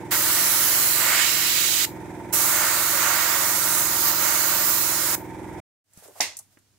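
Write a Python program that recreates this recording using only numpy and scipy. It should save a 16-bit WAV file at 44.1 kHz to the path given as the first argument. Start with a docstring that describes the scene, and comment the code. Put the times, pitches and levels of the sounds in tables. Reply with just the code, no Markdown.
"""A piston compressor chugs from the start: each turn rings housing, tank and valve plate and gulps air.
Close up, an airbrush paints a plastic model in two passes. The nozzle hisses, the spray rushes, and the jet
roars on the model, shifting in pitch with its force and over an edge; the chugging sinks under loud spray.
Soft bumps fall amid the spraying, one as the valve thumps. Then comes a silent cut, and the quiet room fades
up with a faint hum: handling, sliding fingers, small ticks, and one hard clack that knocks, snaps and rings."""
import sys
import numpy as np
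from scipy import signal
from scipy.fft import rfft, irfft, next_fast_len
from scipy.io import wavfile
from scipy.ndimage import uniform_filter1d, map_coordinates

SR = 44100
rng = np.random.default_rng(int(sys.argv[2]) if len(sys.argv) > 2 else 0)


def materialize(psi):
    """Save the field psi as 16-bit PCM at rate SR to the path in sys.argv[1].

    A 1-D psi becomes a single channel; in a 2-D psi each row is a channel.
    """
    bounded = np.clip(np.atleast_2d(psi).T, -1, 1)
    quanta = np.round(bounded * 32767).astype(np.int16)
    wavfile.write(sys.argv[1], SR, quanta)


N = 298998
T = np.arange(N) / SR

# mean compressor speed: t/s, speed/(turns per s)
PUMP_SPEED = [(0, 21.03), (2.15, 21.03), (2.3, 20.8), (2.9, 20.8), (3.1, 21.03), (5.6, 21.03)]
# pump strokes in each turn: place in the turn/0-1, housing level/dB, tank level/dB, valve plate level/dB
PUMP_STROKES = [(.67, 0, -4, -3), (.015, -.5, 0, -14), (.22, -24, -5, 0), (.47, -30, -3, -1)]
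# ringing modes of the pump housing: f/Hz, level/dB, t60/s
HOUSING_MODES = [(335, 0, .05)]
# ringing modes of the air tank: f/Hz, level/dB, t60/s
TANK_MODES = [(65, -7, 0.36), (120.2, 4, 0.14), (149, -2, 0.45), (187, 2, 0.099)]
# ringing modes of the valve plate: f/Hz, level/dB, t60/s
PLATE_MODES = [(474.5, -8, 0.11), (686, -15, .03), (819, 1.5, 0.043), (897, 4.5, 0.077), (950, 0, 0.059)]
# colour of the air drawn through the pump: f/Hz, level per Hz/dB
INTAKE_COLOUR = [(300, -36), (480, -8.5), (730, -7), (930, -21), (1120, -19), (1700, -15.5), (2300, -16),
                 (2800, -31), (3600, -29), (4300, -37), (5600, -32.5), (8500, -31.5), (12000, -37.5),
                 (15600, -40.5)]
# spray passes: trigger pressed t/s, trigger released t/s, roar centre on a flat face f/Hz
TRIGGER_PASSES = [(0.107, 1.852, 1488), (2.324, 5.152, 1496)]
# colour of the jet, one list a pass: f/Hz, level per Hz/dB
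JET_COLOURS = [
    [(1470, -15.5), (2500, -7.5), (3070, -6.5), (3530, -9), (4020, -3), (6030, -3.5), (7360, 1),
     (8710, -2.5), (10900, 1), (13500, -1), (15600, -1)],
    [(1470, -30), (2500, -8.5), (3290, -8.5), (4020, -4.5), (5810, -4), (6510, 0.5), (9340, -3),
     (12700, -0.5), (13900, 0.5), (15600, 1)],
]
# resonances of bench and model under the jet: f/Hz, width/Hz, level/dB
BENCH_RESONANCES = [(570, 112, 9), (939, 69, 1), (1165, 37, -0.5), (1386, 270, -5.5), (1900, 160, -6),
                    (2177, 150, -4.5), (3000, 790, -7)]
# left-right likeness of noise sources: f/Hz, coherence/0-1
STEREO_COHERENCE = [(300, 0.51), (1400, 0.67), (3100, 0.28), (6000, 0.02)]
# how hard the jet strikes the model, one list a pass: t/s, roar level/dB, roar left minus right/dB
JET_IMPACT = [
    [(0.14, -28.5, -1.0), (0.196, -33.5, 2), (0.388, -31, -0.5), (0.944, -33.5, -6), (1.02, -27, -7.5),
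     (1.136, -25, -1.5), (1.198, -23.5, -6), (1.316, -30.5, -7), (1.552, -34.5, -3), (1.566, -30.5, -7.5),
     (1.706, -35, -10.5), (1.83, -33.5, -5.0)],
    [(2.35, -33.5, -1.5), (2.64, -26.5, -1.5), (2.91, -31, -5), (3.05, -25, -5.5), (3.34, -27.5, -5.0),
     (3.39, -29.5, -7.5), (3.44, -30, -2), (3.6, -32, -7), (3.71, -31.5, -3.0), (4.02, -34, -4.0),
     (4.08, -29.5, -6), (4.17, -34, -4.0), (4.24, -28, -9), (4.37, -29.5, -3.5), (4.74, -33, -8.5),
     (4.8, -34.5, -7), (5.06, -33, -3.5), (5.13, -33, -0.5)],
]
# the nozzle, one list a pass: t/s, hiss level before trim/dB, top treble against the whole hiss/dB
NOZZLE_HISS = [
    [(0.16, -27.5, -3), (0.384, -25.5, -3.5), (0.866, -24.5, -4), (1.216, -30, -2), (1.81, -29.5, -3)],
    [(2.36, -22.5, -5), (2.68, -27, -4.5), (2.83, -26, -4.5), (3.21, -27.5, -3), (3.6, -26, -5),
     (3.78, -23.5, -5.5), (3.91, -28.5, -4), (4.09, -23, -3), (4.13, -29, -2.5), (4.23, -25, -4.5),
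     (4.6, -27, -3), (4.69, -24.5, -3.5), (4.98, -26.5, -5.5), (5.12, -26, -5)],
]
# the jet slips over the end of the hull in the first pass: t/s, share of the jet on the edge/0-1
HULL_EDGE = [(1.1, 0.26), (1.19, 0.6), (1.25, 0.9), (1.38, 0.6), (1.5, 1), (1.85, 1), (2.1, 0)]
# diffuse answer of the workshop: f/Hz, t60/s
ROOM_DECAY = [(200, 0.2), (2000, 0.18), (8000, 0.19), (15000, 0.26)]
# soft bumps: handling, the valve's thump at 2.338 s, the clack's low body at 6.207 s:
# t/s, level/dB, pitch f/Hz, t60/s
SOFT_BUMPS = [(0.665, -39, 190, 0.06), (1.345, -33, 200, 0.046), (2.338, -30.5, 540, 0.037),
              (5.975, -48, 135, .06), (6.024, -49.5, 600, .08), (6.053, -45, 520, 0.098),
              (6.082, -47, 480, 0.16), (6.109, -54, 716, .05), (6.154, -49, 710, 0.27),
              (6.207, -42.5, 290, .09), (6.396, -53, 824, .06), (6.571, -49, 330, .03),
              (6.572, -53.5, 1550, 0.04)]
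# small hard ticks: t/s, level/dB
HARD_TICKS = [(5.9343, -54), (5.973, -47), (6.078, -49), (6.3685, -32), (6.389, -32.5), (6.588, -59)]
# fingers slide on the bench: peak t/s, level/dB, rise/s
FINGER_SLIDES = [(5.99, -53.5, 0.036), (6.04, -52, 0.0086), (6.19, -48.5, 0.034), (6.53, -65.5, .03)]
# the silent cut: last of the spraying t/s, first of the quiet bench t/s
SILENT_CUT = (5.602, 5.842)
# colour of the quiet room: f/Hz, level per Hz/dB
QUIET_COLOUR = [(25, -23), (60, -11), (100, -7), (170, -12.5), (300, -14), (500, -22.5), (1200, -24.5),
                (3000, -26), (7000, -24.5), (15600, -34)]
# modes of the knock that leads into the clack: f/Hz, level/dB, t60/s
KNOCK_MODES = [(720, -0.5, 0.048), (820, -4, 0.042), (2110, -7, 0.05)]
# colour of the ring after the clack: f/Hz, level per Hz/dB
CLACK_COLOUR = [(88, -51), (150, -30), (320, -4), (389, -19), (510, -7.5), (862, -8.5), (950, -6),
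                (1370, -17.5), (2070, 0.5), (2320, -5.5), (2770, -3.5), (2990, -11), (3300, -7), (5790, -6),
                (15600, -17.5)]
# decay of the ring after the clack: f/Hz, t60/s
CLACK_DECAY = [(200, 0.23), (800, 0.32), (2200, 0.27), (6000, 0.3), (14000, 0.17)]

# chugging before it sinks (dB); spray mid-band level where sinking starts (dB); slope (dB per dB)
CHUG_DB, SINK_FROM_DB, SINK_SLOPE = -40, -33, 0.69
# reference levels for the jet on a flat face: roar, hiss before trim, top treble, rush (dB)
FLAT_ROAR_DB, FLAT_HISS_DB, FLAT_TOP_DB, FLAT_RUSH_DB = -30, -26, -4.5, -28.5
# a harder impact raises the roar's pitch (octaves per dB)
RISE_OCT_PER_DB = .015
# the rush follows roar and hiss (dB per dB)
RUSH_PER_ROAR, RUSH_PER_HISS = 0.32, .3
# base placing to the right (left minus right, dB); the rush swings with the roar (dB per dB)
HISS_PAN_DB, RUSH_PAN_DB, RUSH_SWING = -5, -11.5, .9
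# fully on the edge: roar pitch up (octaves), rush up (dB), hiss turned to the left (dB)
EDGE_OCTAVES, EDGE_RUSH_DB, EDGE_TURN_DB = .5, 6, 4
# the edge raises a broad hump in the rush: centre (Hz), width (octaves), height (dB)
EDGE_HZ, EDGE_WIDTH_OCT, EDGE_HUMP_DB = 2900, 0.65, 7.5
TICK_HZ, TICK_T60_S = 8400, 0.04
SLIDE_RELEASE_S = 0.044  # time constant
# the quiet room: level (dB), time constant of its rise after the cut (s)
FLOOR_DB, FLOOR_RISE_S = -68, .08
TOP_HZ = 15760  # band limit


def amp(db):
    """Decibels to gain."""
    return 10 ** (np.asarray(db) / 20)


def unit(x):
    """Scale so that the mean of the channels has rms 1."""
    return x / np.sqrt(np.mean(np.atleast_2d(x).mean(axis=0) ** 2) + 1e-20)


def along(points, hz):
    """Read (Hz, value) points on a log frequency axis."""
    f, v = np.transpose(points)
    return np.interp(np.log(hz + 1), np.log(f + 1), v)


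def curves(rows, t=T):
    """Read each column after the time at times t."""
    s, *cols = np.transpose(rows)
    return [np.interp(t, s, c) for c in cols]


def filtered(x, response):
    """Shape x by a response of frequency."""
    m = next_fast_len(N + SR // 4)
    return irfft(rfft(x, m) * response(np.fft.rfftfreq(m, 1 / SR)), m)[..., :N]


def pan(db):
    """Left and right gains for a level difference, of mean power 1."""
    g = np.array([amp(db / 2), amp(-db / 2)])
    g = g / np.sqrt(np.mean(g ** 2, axis=0))
    return g if g.ndim > 1 else g[:, None]


def noise(gain):
    """Coloured stereo noise of mid rms 1, more alike in the bass than in the treble."""
    def mid_side_gain(hz):
        angle = np.arccos(np.clip(along(STEREO_COHERENCE, hz), -1, 1)) / 2
        return gain(hz) * np.array([np.ones_like(hz), np.tan(angle)])

    mid, side = filtered(rng.standard_normal((2, N)), mid_side_gain)
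    return unit(np.array([mid + side, mid - side]))


def bell(hz, centre, octaves):
    """A hump of gain around a centre frequency."""
    return 1 / (1 + (np.log2((hz + 1) / centre) / octaves) ** 2)


def drift(hz, t, width_hz, rate):
    """A smooth random field over frequency and time."""
    knots = rng.standard_normal((64, 96))
    return map_coordinates(knots, np.broadcast_arrays(hz / width_hz, t * rate), mode="mirror")


def morph(x, gain):
    """Recolour steady noise by gain(Hz, s), holding its expected power."""
    hz, t, z = signal.stft(x, SR, nperseg=512)
    g = gain(hz[:, None], t)
    power = np.mean(np.abs(z.mean(axis=0)) ** 2, axis=1, keepdims=True)
    g = g / np.sqrt(np.sum(power * g ** 2, axis=0) / power.sum())
    return signal.istft(z * g, SR, nperseg=512)[1][:, :N]


def dying(x, t60s):
    """Let each frequency of x die at its own speed."""
    hz, t, z = signal.stft(x, SR, nperseg=256)
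    return signal.istft(z * amp(-60 * t / along(t60s, hz)[:, None]), SR, nperseg=256)[1]


def fade(start, t60, attack):
    """Envelope of a blow: quick rise, exponential fall."""
    age = np.maximum(T - start, 0)
    return (1 - np.exp(-age / attack)) * amp(-60 * np.minimum(age / t60, 3))


def follow(x, up, down):
    """Track x, with one step size going up and another coming down."""
    y = [0]
    for value in x:
        step = min(up if value > y[-1] else down, 1)
        y.append(y[-1] + (value - y[-1]) * step)
    return np.array(y[1:])


def struck(times, blows_db, modes, scatter_db, attack, spread=0.16):
    """Blows swell a set of modes; each mode reaches the two microphones out of step."""
    t, out = np.arange(SR // 4) / SR, np.zeros((2, N))
    for k, (hz, db, t60) in enumerate(modes):
        sizes = amp(blows_db + scatter_db * rng.standard_normal(len(times)))
        train = np.bincount(np.clip(times * SR, 0, N).astype(int), sizes, N + 1)[:N]
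        # opposite phase leads (rad) left and right, swapped from mode to mode
        phase = (-1) ** k * spread * np.array([[1], [-1]])
        envelope = amp(db - 60 * t / t60) * (1 - np.exp(-(t / attack) ** 2))
        ring = envelope * np.sin(2 * np.pi * hz * t + phase)
        out += signal.oaconvolve(train[None], ring, axes=1)[:, :N]
    return out


def compressor(housing_db=0.0, tank_db=-3, plate_db=-4.0, intake_db=-6, rumble_db=-9.5,
               flutter=0.21, hunting_turns=.012):
    """Each turn of the piston knocks the housing, the tank and the valve plate, and draws a gulp of air."""
    # the motor runs slightly ahead of and behind its mean speed
    hunting = hunting_turns * drift(0, T, width_hz=1, rate=5)
    turns = np.cumsum(curves(PUMP_SPEED)[0]) / SR + hunting
    whole = np.arange(int(turns[-1]) - 1)
    housing, tank, plate = np.zeros((3, 2, N))
    for place, on_housing, on_tank, on_plate in PUMP_STROKES:
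        jitter = .00013 * rng.standard_normal(len(whole))  # s
        times = np.interp(whole + place, turns, T) + jitter
        housing += struck(times, on_housing, HOUSING_MODES, scatter_db=1, attack=.005)
        tank += struck(times, on_tank, TANK_MODES, scatter_db=1.3, attack=.007)
        plate += struck(times, on_plate, PLATE_MODES, scatter_db=1.6, attack=.004)
    body = amp(housing_db) * unit(housing) + amp(tank_db) * unit(tank) + amp(plate_db) * unit(plate)
    gulps = 1 + flutter * np.cos(2 * np.pi * (turns - .3))
    intake = amp(intake_db) * gulps * noise(lambda hz: amp(along(INTAKE_COLOUR, hz)))
    rumble = amp(rumble_db) * noise(lambda hz: bell(hz, 210, 1.1) ** 2)
    return amp(CHUG_DB) * (body + rumble + intake) * pan(db=-3)


def airbrush(split_hz=8300, hiss_trim_db=3.5, roar_octaves=1.0, sharp_hz=14300, sharpening=3.8,
             spurt_db=3, opening_s=0.013, closing_s=0.0016):
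    """The valve opens with a spurt; the jet hisses at the nozzle, rushes as spray and roars on the model."""
    out = np.zeros((2, N))
    edge = curves(HULL_EDGE)[0]

    def upper(hz):
        """Share of the jet's power that goes to the hiss; the rush takes the rest."""
        return 1 / (1 + (split_hz / (hz + 1)) ** 12)

    def bench(hz):
        """Summed power of the bench and model resonances, as gain."""
        return np.sqrt(sum(amp(db) ** 2 * (hz * w) ** 2 / ((c * c - hz * hz) ** 2 + (hz * w) ** 2)
                           for c, w, db in BENCH_RESONANCES))

    def patches_db(hz, t):
        """Random drifting patches, a few dB deep, colour the hiss and rush."""
        return 1.5 * drift(hz, t, width_hz=480, rate=6)

    passes = zip(TRIGGER_PASSES, JET_IMPACT, NOZZLE_HISS, JET_COLOURS)
    for (press, release, roar_hz), impact, nozzle, colour in passes:
        roar_level, roar_pan = curves(impact)
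        hiss_level, top_level = curves(nozzle)
        force_db = roar_level - FLAT_ROAR_DB
        rush_level = FLAT_RUSH_DB + RUSH_PER_ROAR * force_db + EDGE_RUSH_DB * edge
        rush_level = rush_level + RUSH_PER_HISS * (hiss_level - FLAT_HISS_DB)

        sharp_db = sharpening * (top_level - FLAT_TOP_DB)
        hiss = noise(lambda hz: amp(along(colour, hz)) * np.sqrt(upper(hz)))
        hiss = morph(hiss, lambda hz, t: amp(
            np.interp(t, T, sharp_db) * bell(hz, sharp_hz, 0.15) + patches_db(hz, t)))

        hump_db = EDGE_HUMP_DB * edge
        rush = noise(lambda hz: amp(along(colour, hz)) * np.sqrt(1 - upper(hz)))
        rush = morph(rush, lambda hz, t: amp(
            np.interp(t, T, hump_db) * bell(hz, EDGE_HZ, EDGE_WIDTH_OCT) + patches_db(hz, t)))

        # the roar rises in pitch as the jet strikes harder or meets an edge
        centre = roar_hz * 2 ** (RISE_OCT_PER_DB * force_db + EDGE_OCTAVES * edge)
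        roar = morph(noise(bench), lambda hz, t: bell(hz, np.interp(t, T, centre), roar_octaves) ** 2)

        air = hiss * amp(hiss_level + hiss_trim_db) * pan(HISS_PAN_DB + EDGE_TURN_DB * edge)
        air = air + rush * amp(rush_level) * pan(RUSH_PAN_DB + RUSH_SWING * roar_pan)
        air = air + roar * amp(roar_level) * pan(roar_pan)
        opened = np.clip((T - press) / opening_s, 0, 1)
        valve = opened * np.exp(-np.maximum(T - release, 0) / closing_s)
        # pressure stored in the hose leaves first
        spurt = amp(spurt_db * fade(press, 0.085, 0.00087))
        out += air * valve * spurt
    return out


def sinking(spray, centre_hz=2600, onset_s=0.17, recovery_s=.06):
    """Gain that sinks slowly while the spray's middle band is loud on the right, and returns quickly."""
    hz, t, z = signal.stft(spray[1], SR, nperseg=1024)
    band = z * bell(hz, centre_hz, 1.0)[:, None]
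    level = 10 * np.log10(np.sum(np.abs(band) ** 2, axis=0) + 1e-12)
    wanted_db = SINK_SLOPE * np.maximum(level - SINK_FROM_DB, 0)
    cut_db = follow(wanted_db, t[1] / onset_s, t[1] / recovery_s)
    return amp(-np.interp(T, t, cut_db))


def room(x):
    """The short diffuse answer of the workshop: decaying noise, 5 ms late, unrelated left and right."""
    tail = dying(rng.standard_normal((2, SR // 2)), ROOM_DECAY)
    tail = np.pad(tail / np.linalg.norm(tail[0]), ((0, 0), (SR // 200, 0)))
    return signal.fftconvolve(x.mean(axis=0)[None], tail, axes=1)[:, :N]


def taps(rows, octaves):
    """Brief contacts, each a damped noise burst around its own pitch."""
    out, t = np.zeros((2, N + SR)), np.arange(SR // 4) / SR
    hz = np.fft.rfftfreq(len(t), 1 / SR)
    for s, db, pitch, t60 in rows:
        spectra = rfft(rng.standard_normal((3, len(t)))) * bell(hz, pitch, octaves) ** 2
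        shared, left, right = irfft(spectra, len(t))
        alike = np.clip(along(STEREO_COHERENCE, pitch), 0, 1)
        burst = unit(np.sqrt(alike) * shared + np.sqrt(1 - alike) * np.array([left, right]))
        envelope = amp(db - 60 * t / t60) * (1 - np.exp(-t / 0.00033))
        out[:, round(s * SR):][:, :len(t)] += burst * envelope
    return out[:, :N]


def bumps_ticks_and_slides(body_hz=680, body_db=4):
    """Soft bumps, ticks and the dry slide of fingers, which swells, dies away and stirs the bench."""
    bumps = taps(SOFT_BUMPS, octaves=.9)
    ticks = taps([(s, db, TICK_HZ, TICK_T60_S) for s, db in HARD_TICKS], octaves=0.7)
    strokes = sum(amp(db) * np.exp(-np.maximum((s - T) / rise, (T - s) / SLIDE_RELEASE_S))
                  for s, db, rise in FINGER_SLIDES)

    def rub_colour(hz):
        skin = bell(hz, 8800, 1.0) + 0.95 * bell(hz, 1500, 0.68)
        return skin + amp(body_db) * bell(hz, body_hz, .45) ** 2

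    rub = noise(rub_colour) * strokes
    return (bumps + ticks + rub) * pan(db=-2)


def background(hum_hz=100, hum_db=-2):
    """Faint room noise with a low electric hum, rising after the cut."""
    hum = amp(hum_db) * np.sin(2 * np.pi * hum_hz * T)
    rise = 1 - np.exp(-np.maximum(T - SILENT_CUT[1], 0) / FLOOR_RISE_S)
    hush = noise(lambda hz: amp(along(QUIET_COLOUR, hz)))
    return amp(FLOOR_DB) * rise * (hush + hum) * pan(db=-2)


def clack(knock_at=6.2034, knock_db=-20, at=6.2062, crack_db=-9, ring_db=-22,
          boom_db=-58, boom_hz=90, boom_t60=0.7):
    """A dull knock, a hard snap just after it, then the bench booms softly and the walls ring on."""
    knock = struck(np.array([knock_at]), knock_db, KNOCK_MODES, scatter_db=0, attack=.0004)
    crack = noise(lambda hz: bell(hz, 5700, .42) ** 2) * amp(crack_db)
    crack = crack * fade(at, .014, .0007)
    tail = dying(noise(lambda hz: amp(along(CLACK_COLOUR, hz)))[:, :SR], CLACK_DECAY)
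    ring = np.pad(tail, ((0, 0), (round(at * SR), 0)))[:, :N] * amp(ring_db)
    boom = noise(lambda hz: bell(hz, boom_hz, .35) ** 2) * amp(boom_db) * fade(at, boom_t60, .005)
    return knock * pan(db=2) + crack * pan(db=-5) + (ring + boom) * pan(db=-2.5)


def scene():
    """Spraying over the compressor, a silent cut, then the quiet bench."""
    chugging = compressor()
    spray = airbrush()
    near = spray + bumps_ticks_and_slides()
    # gates on either side of the cut, their edges softened over 90 samples
    gates = np.array([T < SILENT_CUT[0], T > SILENT_CUT[1]], float)
    before, after = uniform_filter1d(gates, size=90)
    bench = near + amp(-10) * room(near) + background() + clack()
    return bench * (before + after) + chugging * sinking(spray) * before


def record(dry, ceiling=0.95):
    """The loudest peaks are rounded off; nothing is kept above the band limit."""
    rounded = dry / (1 + np.abs(dry / ceiling) ** 6) ** (1 / 6)
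    return filtered(rounded, lambda hz: np.clip((TOP_HZ - hz) / 200 + .5, 0, 1))


dry = scene()
out = record(dry)
materialize(out)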